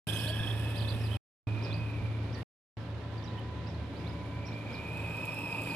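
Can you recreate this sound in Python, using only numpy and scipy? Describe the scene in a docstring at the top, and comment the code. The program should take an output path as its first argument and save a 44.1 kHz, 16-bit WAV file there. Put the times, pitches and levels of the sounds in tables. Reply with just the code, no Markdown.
"""A small electric model truck drives off across an asphalt lot and comes back, gears whining, tyres hissing:
wobbling, roughened tones for gears, motor and shaft, grainy coloured noise and ticks for the tyres.
A machine hums nearby in narrow tones; a faint tone swells over noise for distant traffic and light wind.
Sparrows chirp in gliding whistles and decaying sines knock near the microphone; the sound drops out twice.
The left microphone port is shaded and dull, the right one bright."""
import sys
import numpy as np
from scipy import signal
from scipy.fft import rfft, irfft, next_fast_len
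from scipy.io import wavfile
from scipy.ndimage import uniform_filter1d

SR = 44100
rng = np.random.default_rng(int(sys.argv[2]) if len(sys.argv) > 2 else 0)


def volts_from_db(level):
    """Convert decibel levels to linear amplitude ratios."""
    exponent = np.asarray(level, float) / 20
    return 10 ** exponent


def store_pcm(level_fs):
    """Save levels as 16-bit WAV."""
    pcm = np.round(np.clip(level_fs, -1, 1) * 32767).astype(np.int16)
    wavfile.write(sys.argv[1], SR, np.atleast_2d(pcm).T)


N = 253575
T = np.arange(N) / SR  # s

# Stretches with sound. Each row: start in seconds, end in seconds.
HEARD = [(.0695, 1.1705), (1.4703, 2.4305), (2.7695, 5.76)]
# Gear mesh whine, one list a stretch. Each row: time in seconds, pitch in Hz, whine level in dB before
# the core and skirt trims, tyre hiss level in dB before its grain and mix.
GEARS = [
    [(.075, 2548, -45.5, -43), (.3, 2550, -48, -46), (.33, 2582, -48, -53), (1.165, 2558, -50.5, -56)],
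    [(1.475, 2449, -49, -68), (1.6, 2452, -47.5, -69), (1.81, 2517, -48.5, -68), (1.93, 2476, -48, -69),
     (1.99, 2375, -50.5, -69), (2.28, 2375, -56.5, -74), (2.425, 2312, -73, -67.5)],
    [(2.77, 2426, -76, -76), (3.7, 2434, -68, -77.5), (4.05, 2312, -57, -71), (4.25, 2283, -58, -74),
     (4.4, 2364, -52.5, -75.5), (4.7, 2390, -47, -70.5), (4.98, 2494, -42.5, -63.5),
     (5.3, 2493, -39.5, -59.5), (5.42, 2573, -40.5, -58.5), (5.49, 2495, -39, -59),
     (5.58, 2527, -36.5, -56.5), (5.75, 2484, -39.5, -54.5)],
]
# Overtones of the gear mesh, which fade with distance like the hiss.
# Each row: multiple of the pitch, level in dB against the tyre hiss once the truck faces the microphone.
MESH_OVERTONES = [(3, -5), (4, -10), (5, -11), (6, -30)]
# Boom of the plastic body. Each row: pitch in Hz, a third of the blur in Hz, level in dB against the gears.
SHELL_MODES = [(586, 98, -16.5), (912, 65, -12.5), (1230, 41, -19)]
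# Motor whine under load. Each row: time in seconds, pitch in Hz, level in dB before a trim.
MOTOR = [
    [(.075, 1620, -48.5), (.45, 1697, -49.5), (1.165, 1806, -61.5)],
    [(2.375, 1830, -52.5), (2.43, 1847, -61)],
    [(2.8, 1684, -68), (3.4, 1830, -61), (3.8, 1850, -79)],
]
# Upper whine, lower in pitch as the truck nears. Each row: time in seconds, pitch in Hz, level in dB.
UPPER = [
    [(.075, 5140, -81), (.35, 5384, -61), (.7, 5200, -70)],
    [(5.15, 5150, -69), (5.3, 5280, -63), (5.5, 5050, -61), (5.68, 4850, -60), (5.75, 4950, -59)],
]
# Drive shaft squeal. Each row: time in seconds, pitch in Hz, level in dB before a trim.
SHAFT = [
    [(.085, 3268, -39), (.52, 3360, -41.5), (.58, 3385, -52), (.95, 3460, -48.5)],
]
# Colour of the tyre hiss. Each row: frequency in Hz, relative density in dB per Hz.
TYRES = [(1760, -32.5), (3000, 13), (3350, 7), (4470, -7), (5160, 0.5), (6390, -16), (7400, -13.5),
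         (8410, -1.5), (11300, -1), (13200, -11), (14600, -23), (15800, -45.5)]
# Grit under the tyres. Each row: start in seconds, level in dB before colouring.
GRIT = [(1.0615, -57), (3.3922, -65), (4.4726, -69), (4.9716, -57), (5.17, -57), (5.254, -48),
        (5.3435, -52), (5.3886, -51), (5.6185, -51), (5.6344, -49), (5.689, -56)]
# Colour of the grit. Each row: frequency in Hz, gain in dB.
GRIT_COLOUR = [(1000, -30), (3000, -6), (6000, -2), (8500, 6), (11500, 9), (13500, 4), (15500, -16)]
# Machine hum. Each row: time in seconds, mean main tone level in dB, mean lower tone level in dB.
HUM = [(.075, -37, -41.5), (1.15, -34, -41.5), (1.6, -32, -52), (2.4, -37.5, -43.5), (2.8, -41, -51),
       (3.65, -42, -43), (4.0, -43.5, -42.5), (5.0, -42, -47), (5.4, -45.5, -69), (5.75, -54.5, -41)]
# Weak partials of the machine. Each row: frequency in Hz, mean level in dB.
HUM_PARTIALS = [(163, -51.5), (286, -55), (572, -61.5), (1224, -80.5), (1335, -72.5), (1558, -69.5)]
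# Swells of the faint tone. Each row: middle in seconds, half length in seconds, level in dB at the middle.
FAR_TONE = [(3.37, 0.39, -55.5), (4.312, 0.28, -54)]
# Colour of the distant traffic. Each row: frequency in Hz, relative density in dB per Hz.
TRAFFIC = [(18, -54.5), (30, -22.5), (83, -10), (114, 0), (156, -10), (208, -6.5), (284, -8.5), (420, -13),
           (575, -14), (808, -19), (996, -17), (1170, -22.5), (1870, -24.5), (3680, -29), (8000, -52.5),
           (16000, -73)]
# Loudness of the distant traffic. Each row: time in seconds, mean level in dB.
TRAFFIC_DB = [(.075, -40.5), (1.15, -41.5), (2.4, -43), (3.1, -44), (4.5, -43), (5.75, -41)]
# Chirps that climb to a top note and fall again.
# Each row: time of the top in seconds, top in Hz, climb in seconds, fall in seconds, level in dB.
CHIRPS = [(.187, 5110, .004, 0.017, -48.5), (0.221, 5310, 0.015, 0.01, -48),
          (0.292, 4730, 0.021, 0.011, -45), (0.781, 4970, 0.027, 0.049, -49.5),
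          (0.813, 4730, 0.011, 0.026, -49.5), (0.895, 4710, 0.022, 0.018, -45.5),
          (1.018, 5500, 0.013, 0.008, -54), (1.056, 4920, 0.0018, 0.04, -53),
          (1.638, 5450, .024, 0.03, -52), (1.662, 4630, 0.0038, 0.017, -57),
          (1.743, 4820, 0.024, .012, -50), (2.345, 5820, 0.023, 0.005, -57),
          (2.345, 4970, 0.00107, 0.0184, -51.5), (2.42, 4820, 0.011, 0.0018, -67),
          (2.811, 5400, 0.01, 0.011, -69), (3.168, 5500, .006, 0.00618, -70),
          (3.193, 4700, 0.002, .011, -63), (3.245, 5710, 0.015, 0.009, -58), (3.332, 5100, .018, .003, -64),
          (3.681, 5330, .016, 0.0047, -58.5), (3.69, 5730, .003, .02, -63),
          (3.755, 4480, .012, 0.0017, -61), (3.979, 4940, 0.021, .001, -63), (4.081, 4300, .016, .001, -53),
          (4.062, 3500, 0.015, .001, -64), (4.468, 5690, .016, 0.015, -53.5),
          (4.55, 5000, 0.026, .001, -58.5), (4.736, 5300, 0.011, 0.025, -53.5),
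          (5.7, 5010, 0.0073, 0.019, -54.5)]
# Level pips, slightly arched. Each row: start in seconds, length in seconds, pitch in Hz, level in dB.
PIPS = [(0.13, 0.034, 6300, -59), (1.108, .048, 3230, -46), (1.035, .022, 4900, -53.5),
        (1.644, .014, 5000, -52), (1.704, 0.02, 3500, -50), (3.175, .018, 4750, -61),
        (3.222, .013, 3680, -62), (3.251, .018, 4900, -61), (3.275, .012, 3900, -55),
        (3.298, 0.015, 3850, -55), (3.336, .006, 3700, -60), (3.377, 0.021, 3050, -54.5),
        (3.975, 0.045, 4970, -64), (4.082, .028, 5000, -62), (4.482, 0.015, 4200, -57),
        (4.696, 0.02, 6630, -69)]
# Knocks. Each row: start in seconds, level in dB before onset and decay, pitch in Hz, 60 dB decay in seconds.
KNOCKS = [(.278, -33.5, 604, 0.099), (.298, -31, 636, 0.076), (0.406, -13.5, 124.8, 0.025),
          (2.01, -21, 91.7, 0.11), (5.226, -39, 1230, 0.046), (5.542, -36, 898, .08),
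          (5.715, -35, 910, .07)]
# Shading of the left port against the right. Each row: frequency in Hz, gain in dB.
SHADE = [(60, -1.1), (110, -0.65), (200, 0.5), (380, -0.5), (700, 0), (1290, -1.5), (2380, -5), (4400, -14),
         (8120, -16), (15000, -15)]
# Likeness of wide noise at the two ports. Each row: frequency in Hz, likeness from 0 to 1.
ALIKE = [(60, 1), (130, 1), (290, 0.93), (640, 0.76), (1410, 0.37), (3100, 0.2), (6820, 0.12),
         (15000, 0.05)]

TURN_S, TURN_LENGTH_S = 3.7, 0.6  # the truck turns to face the microphone


def on_log(hz, table):
    """Read a (Hz, value) table on a log-frequency axis."""
    f, v = np.transpose(table)
    return np.interp(np.log(np.maximum(hz, 1)), np.log(f), v)


def colour(x, table):
    """Filter by a (Hz, dB) table."""
    n = next_fast_len(N)
    hz = np.arange(n // 2 + 1) * SR / n
    return irfft(rfft(x, n) * volts_from_db(on_log(hz, table)), n)[..., :N]


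def unit(x):
    """Scale to rms 1."""
    return x / np.sqrt(np.mean(x ** 2))


def walk(rate):
    """Smooth chance that turns about rate times a second, spread 1."""
    k = max(int(SR / rate), 1)
    return unit(uniform_filter1d(uniform_filter1d(rng.standard_normal(N), k), k))


def curves(tables, edge_s):
    """A gate that opens while each table lasts, then the tables' columns over time."""
    s, *columns = np.transpose(np.concatenate(tables))
    gate = sum(np.clip(np.minimum(T - t[0][0], t[-1][0] - T) / edge_s + 1, 0, 1) for t in tables)
    return np.minimum(gate, 1), *(np.interp(T, s, c) for c in columns)


def whine(hz, rough, blur_hz, wobble_hz):
    """A tone whose pitch wobbles; the rough share of its power is spread into a narrow band."""
    phase = 2 * np.pi * np.cumsum(hz + wobble_hz * walk(36.3)) / SR
    rough = np.clip(rough, 0, 1)
    blur = (walk(blur_hz) + 1j * walk(blur_hz)) / np.sqrt(2)
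    envelope = np.sqrt(1 - rough) + np.sqrt(rough) * blur
    return np.sqrt(2) * np.real(envelope * np.exp(1j * phase))


def wide_noise(table):
    """Coloured noise, alike on both ports in the bass and less so in the treble."""
    alike = [(hz, np.clip(c, 0, .99)) for hz, c in ALIKE]
    mid = colour(rng.standard_normal(N), [(hz, 10 * np.log10(1 + c)) for hz, c in alike])
    side = colour(rng.standard_normal(N), [(hz, 10 * np.log10(1 - c)) for hz, c in alike])
    return colour(np.array([mid + side, mid - side]), table)


def late(pair, lag_s):
    """Delay the right port."""
    return np.array([pair[0], np.roll(pair[1], int(lag_s * SR))])


def spread(x, room_db):
    """Both ports, each with its own outdoor scatter."""
    decay = np.exp(-np.arange(6000) / (0.034 * SR))
    tails = rng.standard_normal((2, 6000)) * decay / np.sqrt(0.069 * SR)
    return x + volts_from_db(room_db) * signal.fftconvolve(x[None], tails, axes=1)[:, :N]


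def gears():
    """Meshing teeth whine, roughened by unevenness; the overtones beam forward and the body booms along."""
    skirt_db, skirt_gain, near_db = -6, 0.2, -38  # skirt against whine at near_db, extra dB per dB
    away_db = -12  # overtones before the truck turns to face the microphone
    _, hz, db, tyre_db = curves(GEARS, edge_s=.01)
    # a narrow core inside a wide skirt; the skirt gains as the truck gets loud and near
    out = volts_from_db(db - 3) * whine(hz, rough=0.7, blur_hz=230, wobble_hz=6)
    out += volts_from_db(db + skirt_db + skirt_gain * (db - near_db)) * whine(hz, rough=1, blur_hz=400, wobble_hz=10)
    beam_db = away_db * np.clip((TURN_S + TURN_LENGTH_S - T) / TURN_LENGTH_S, 0, 1)
    for k, overtone_db in MESH_OVERTONES:
        overtone = whine(k * hz, rough=1, blur_hz=260 * k, wobble_hz=20)
        out += volts_from_db(tyre_db + beam_db + overtone_db) * overtone
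    for mode_hz, blur_hz, mode_db in SHELL_MODES:
        out += volts_from_db(db + mode_db) * whine(mode_hz, rough=0.99, blur_hz=3 * blur_hz, wobble_hz=3)
    return out


def motor():
    """The motor under load: a roughened tone that glides in pitch."""
    gate, hz, db = curves(MOTOR, edge_s=0.045)
    return gate * volts_from_db(db - 0.5) * whine(hz, rough=0.75, blur_hz=260, wobble_hz=8)


def upper_whine():
    """A faint high whine, wholly blurred into a narrow band."""
    gate, hz, db = curves(UPPER, edge_s=0.11)
    return gate * volts_from_db(db) * whine(hz, rough=1.0, blur_hz=300, wobble_hz=30)


def shaft():
    """The drive shaft squeals in one burst a wheel turn."""
    wheel_turns, first_burst_s = 29.1, 0.132  # per second, s
    gate, hz, db = curves(SHAFT, edge_s=0.01)
    burst = np.exp(0.68 * np.cos(2 * np.pi * wheel_turns * (T - first_burst_s)))
    return gate * volts_from_db(db - 2.5) * unit(burst) * whine(hz, rough=0.75, blur_hz=560, wobble_hz=45)


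def tyres():
    """Tread grips the asphalt unevenly, so the hiss is grainy; grit ticks in short noise bursts."""
    _, _, _, tyre_db = curves(GEARS, edge_s=.01)
    grain = volts_from_db(tyre_db + 1.4 * walk(60) + 1.4 * walk(400))
    shared = unit(colour(rng.standard_normal(N), TYRES))
    hiss = grain * (0.55 * shared + 0.83 * unit(wide_noise(TYRES)))
    ticks = np.zeros(N)
    decay = np.exp(-np.arange(800) / (0.0042 * SR))
    for s, db in GRIT:
        i = int(s * SR)
        ticks[i:i + 800] += volts_from_db(db) * rng.standard_normal(800) * decay
    return hiss + colour(ticks, GRIT_COLOUR)


def truck():
    """Whines and tyres reach the right port slightly late; the whines lean left once the truck has turned."""
    whines = gears() + motor() + upper_whine() + shaft()
    left_db = 2.5 * np.clip((T - TURN_S) / TURN_LENGTH_S, 0, 1)  # left against right
    lean = volts_from_db(left_db * np.array([[.5], [-.5]]))
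    return late(lean * spread(whines, room_db=-18.5), lag_s=.00007) + late(tyres(), lag_s=.00015)


def hum():
    """A nearby machine: two wavering low tones and weak partials."""
    main_hz, lower_hz = 110.1, 79.2
    _, main_db, lower_db = curves([HUM], edge_s=.01)
    main_db = main_db + 0.72 * walk(3.4)
    out = volts_from_db(main_db) * whine(main_hz, rough=0.049, blur_hz=24.87, wobble_hz=1.32)
    out += volts_from_db(lower_db + 1.7 * walk(6.7)) * whine(lower_hz, rough=0.49, blur_hz=7.1, wobble_hz=1.8)
    for hz, db in HUM_PARTIALS:
        out += volts_from_db(db + 2 * walk(3.1)) * whine(hz, rough=0.6, blur_hz=16, wobble_hz=1.5)
    # reflections make the main tone differ a little between the ports
    side = volts_from_db(main_db - 15) * whine(main_hz, rough=1, blur_hz=30, wobble_hz=0.98)
    return out + side * np.array([[1], [-1]])


def traffic():
    """Distant traffic blends into a broad wash of noise that wavers slightly."""
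    db = np.interp(T, *np.transpose(TRAFFIC_DB)) + 0.64 * walk(16) + 0.28 * walk(7.3)
    return unit(wide_noise(TRAFFIC)) * volts_from_db(db)


def wind():
    """Light wind on each port: separate low noise, stronger on the left."""
    wind_colour = [(15, -16.0), (40, -7), (70, 7.0), (200, -42.5), (2000, -64)]  # (Hz, dB)
    rumble = unit(colour(rng.standard_normal((2, N)), wind_colour))
    return rumble * volts_from_db(np.array([[-56], [-64]]) + 3 * walk(4.4))


def sparrows():
    """Husky whistles gliding in pitch, with a short scatter off the house fronts."""
    climb_hz_per_s, fall_hz_per_s, round_top_s = 78000, 81000, 0.0047
    arch_hz_per_s = 7600  # how far the ends of a pip lie under its middle, per second of length
    strokes = []
    for s, top_hz, climb, fall, db in CHIRPS:
        t = np.arange(-int(climb * SR), int(fall * SR)) / SR
        slope = np.where(t < 0, climb_hz_per_s, fall_hz_per_s)
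        hz = top_hz - slope * (np.hypot(t, round_top_s) - round_top_s)
        strokes.append((s - climb, hz, db))
    for s, length, hz, db in PIPS:
        u = np.linspace(-1, 1, int(length * SR))
        strokes.append((s, hz - arch_hz_per_s * length * u ** 2, db))
    out = np.zeros(N, complex)
    for s, hz, db in strokes:
        swell = np.sin(np.pi * np.arange(len(hz)) / len(hz)) ** 0.38
        i = int(s * SR)
        out[i:i + len(hz)] += volts_from_db(db) * swell * np.exp(2j * np.pi * np.cumsum(hz) / SR)
    # the syrinx flutters, which smears each whistle
    husk = 1 + .55 * (walk(500) + 1j * walk(500))
    return spread(np.real(out * husk), room_db=3)


def knocks():
    """Short dull thumps near the microphone: sines with a soft onset and a quick decay."""
    out = np.zeros(N)
    for s, db, hz, t60 in KNOCKS:
        t = np.maximum(T - s, 0)
        decay = np.exp(-np.log(1000) * t / t60)
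        onset = 1 - np.exp(-t / 0.0037)
        out += volts_from_db(db) * np.sin(2 * np.pi * hz * t) * decay * onset
    return out


def far_tone():
    """A faint, slightly wavering tone near 1 kHz that swells and fades."""
    swells = sum(volts_from_db(db) * np.exp(-((T - s) / half) ** 2) for s, half, db in FAR_TONE)
    return swells * whine(997, rough=0.17, blur_hz=40.3, wobble_hz=3.6)


def scene():
    """All sources, with the sound cut quickly between the stretches."""
    edge_s = .0004
    gate = 0
    for start, end in HEARD:
        ramp = np.clip(np.minimum(T - start, end - T) / edge_s, 0, 1)
        gate = gate + np.sin(np.pi / 2 * ramp) ** 2
    return (truck() + hum() + traffic() + wind() + sparrows() + knocks() + far_tone()) * gate


def top_cut(x):
    """Nothing passes above the cut-off."""
    return signal.sosfilt(signal.butter(12, 16420, fs=SR, output="sos"), x)


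def record(dry):
    """The shaded left port loses treble; the right one gains what it loses."""
    share = [(hz, volts_from_db(db)) for hz, db in SHADE]
    left = colour(dry[0], [(hz, 20 * np.log10(2 * g / (1 + g))) for hz, g in share])
    right = colour(dry[1], [(hz, 20 * np.log10(2 / (1 + g))) for hz, g in share])
    return top_cut(np.array([left, right]))


dry = scene()
out = record(dry)
store_pcm(out)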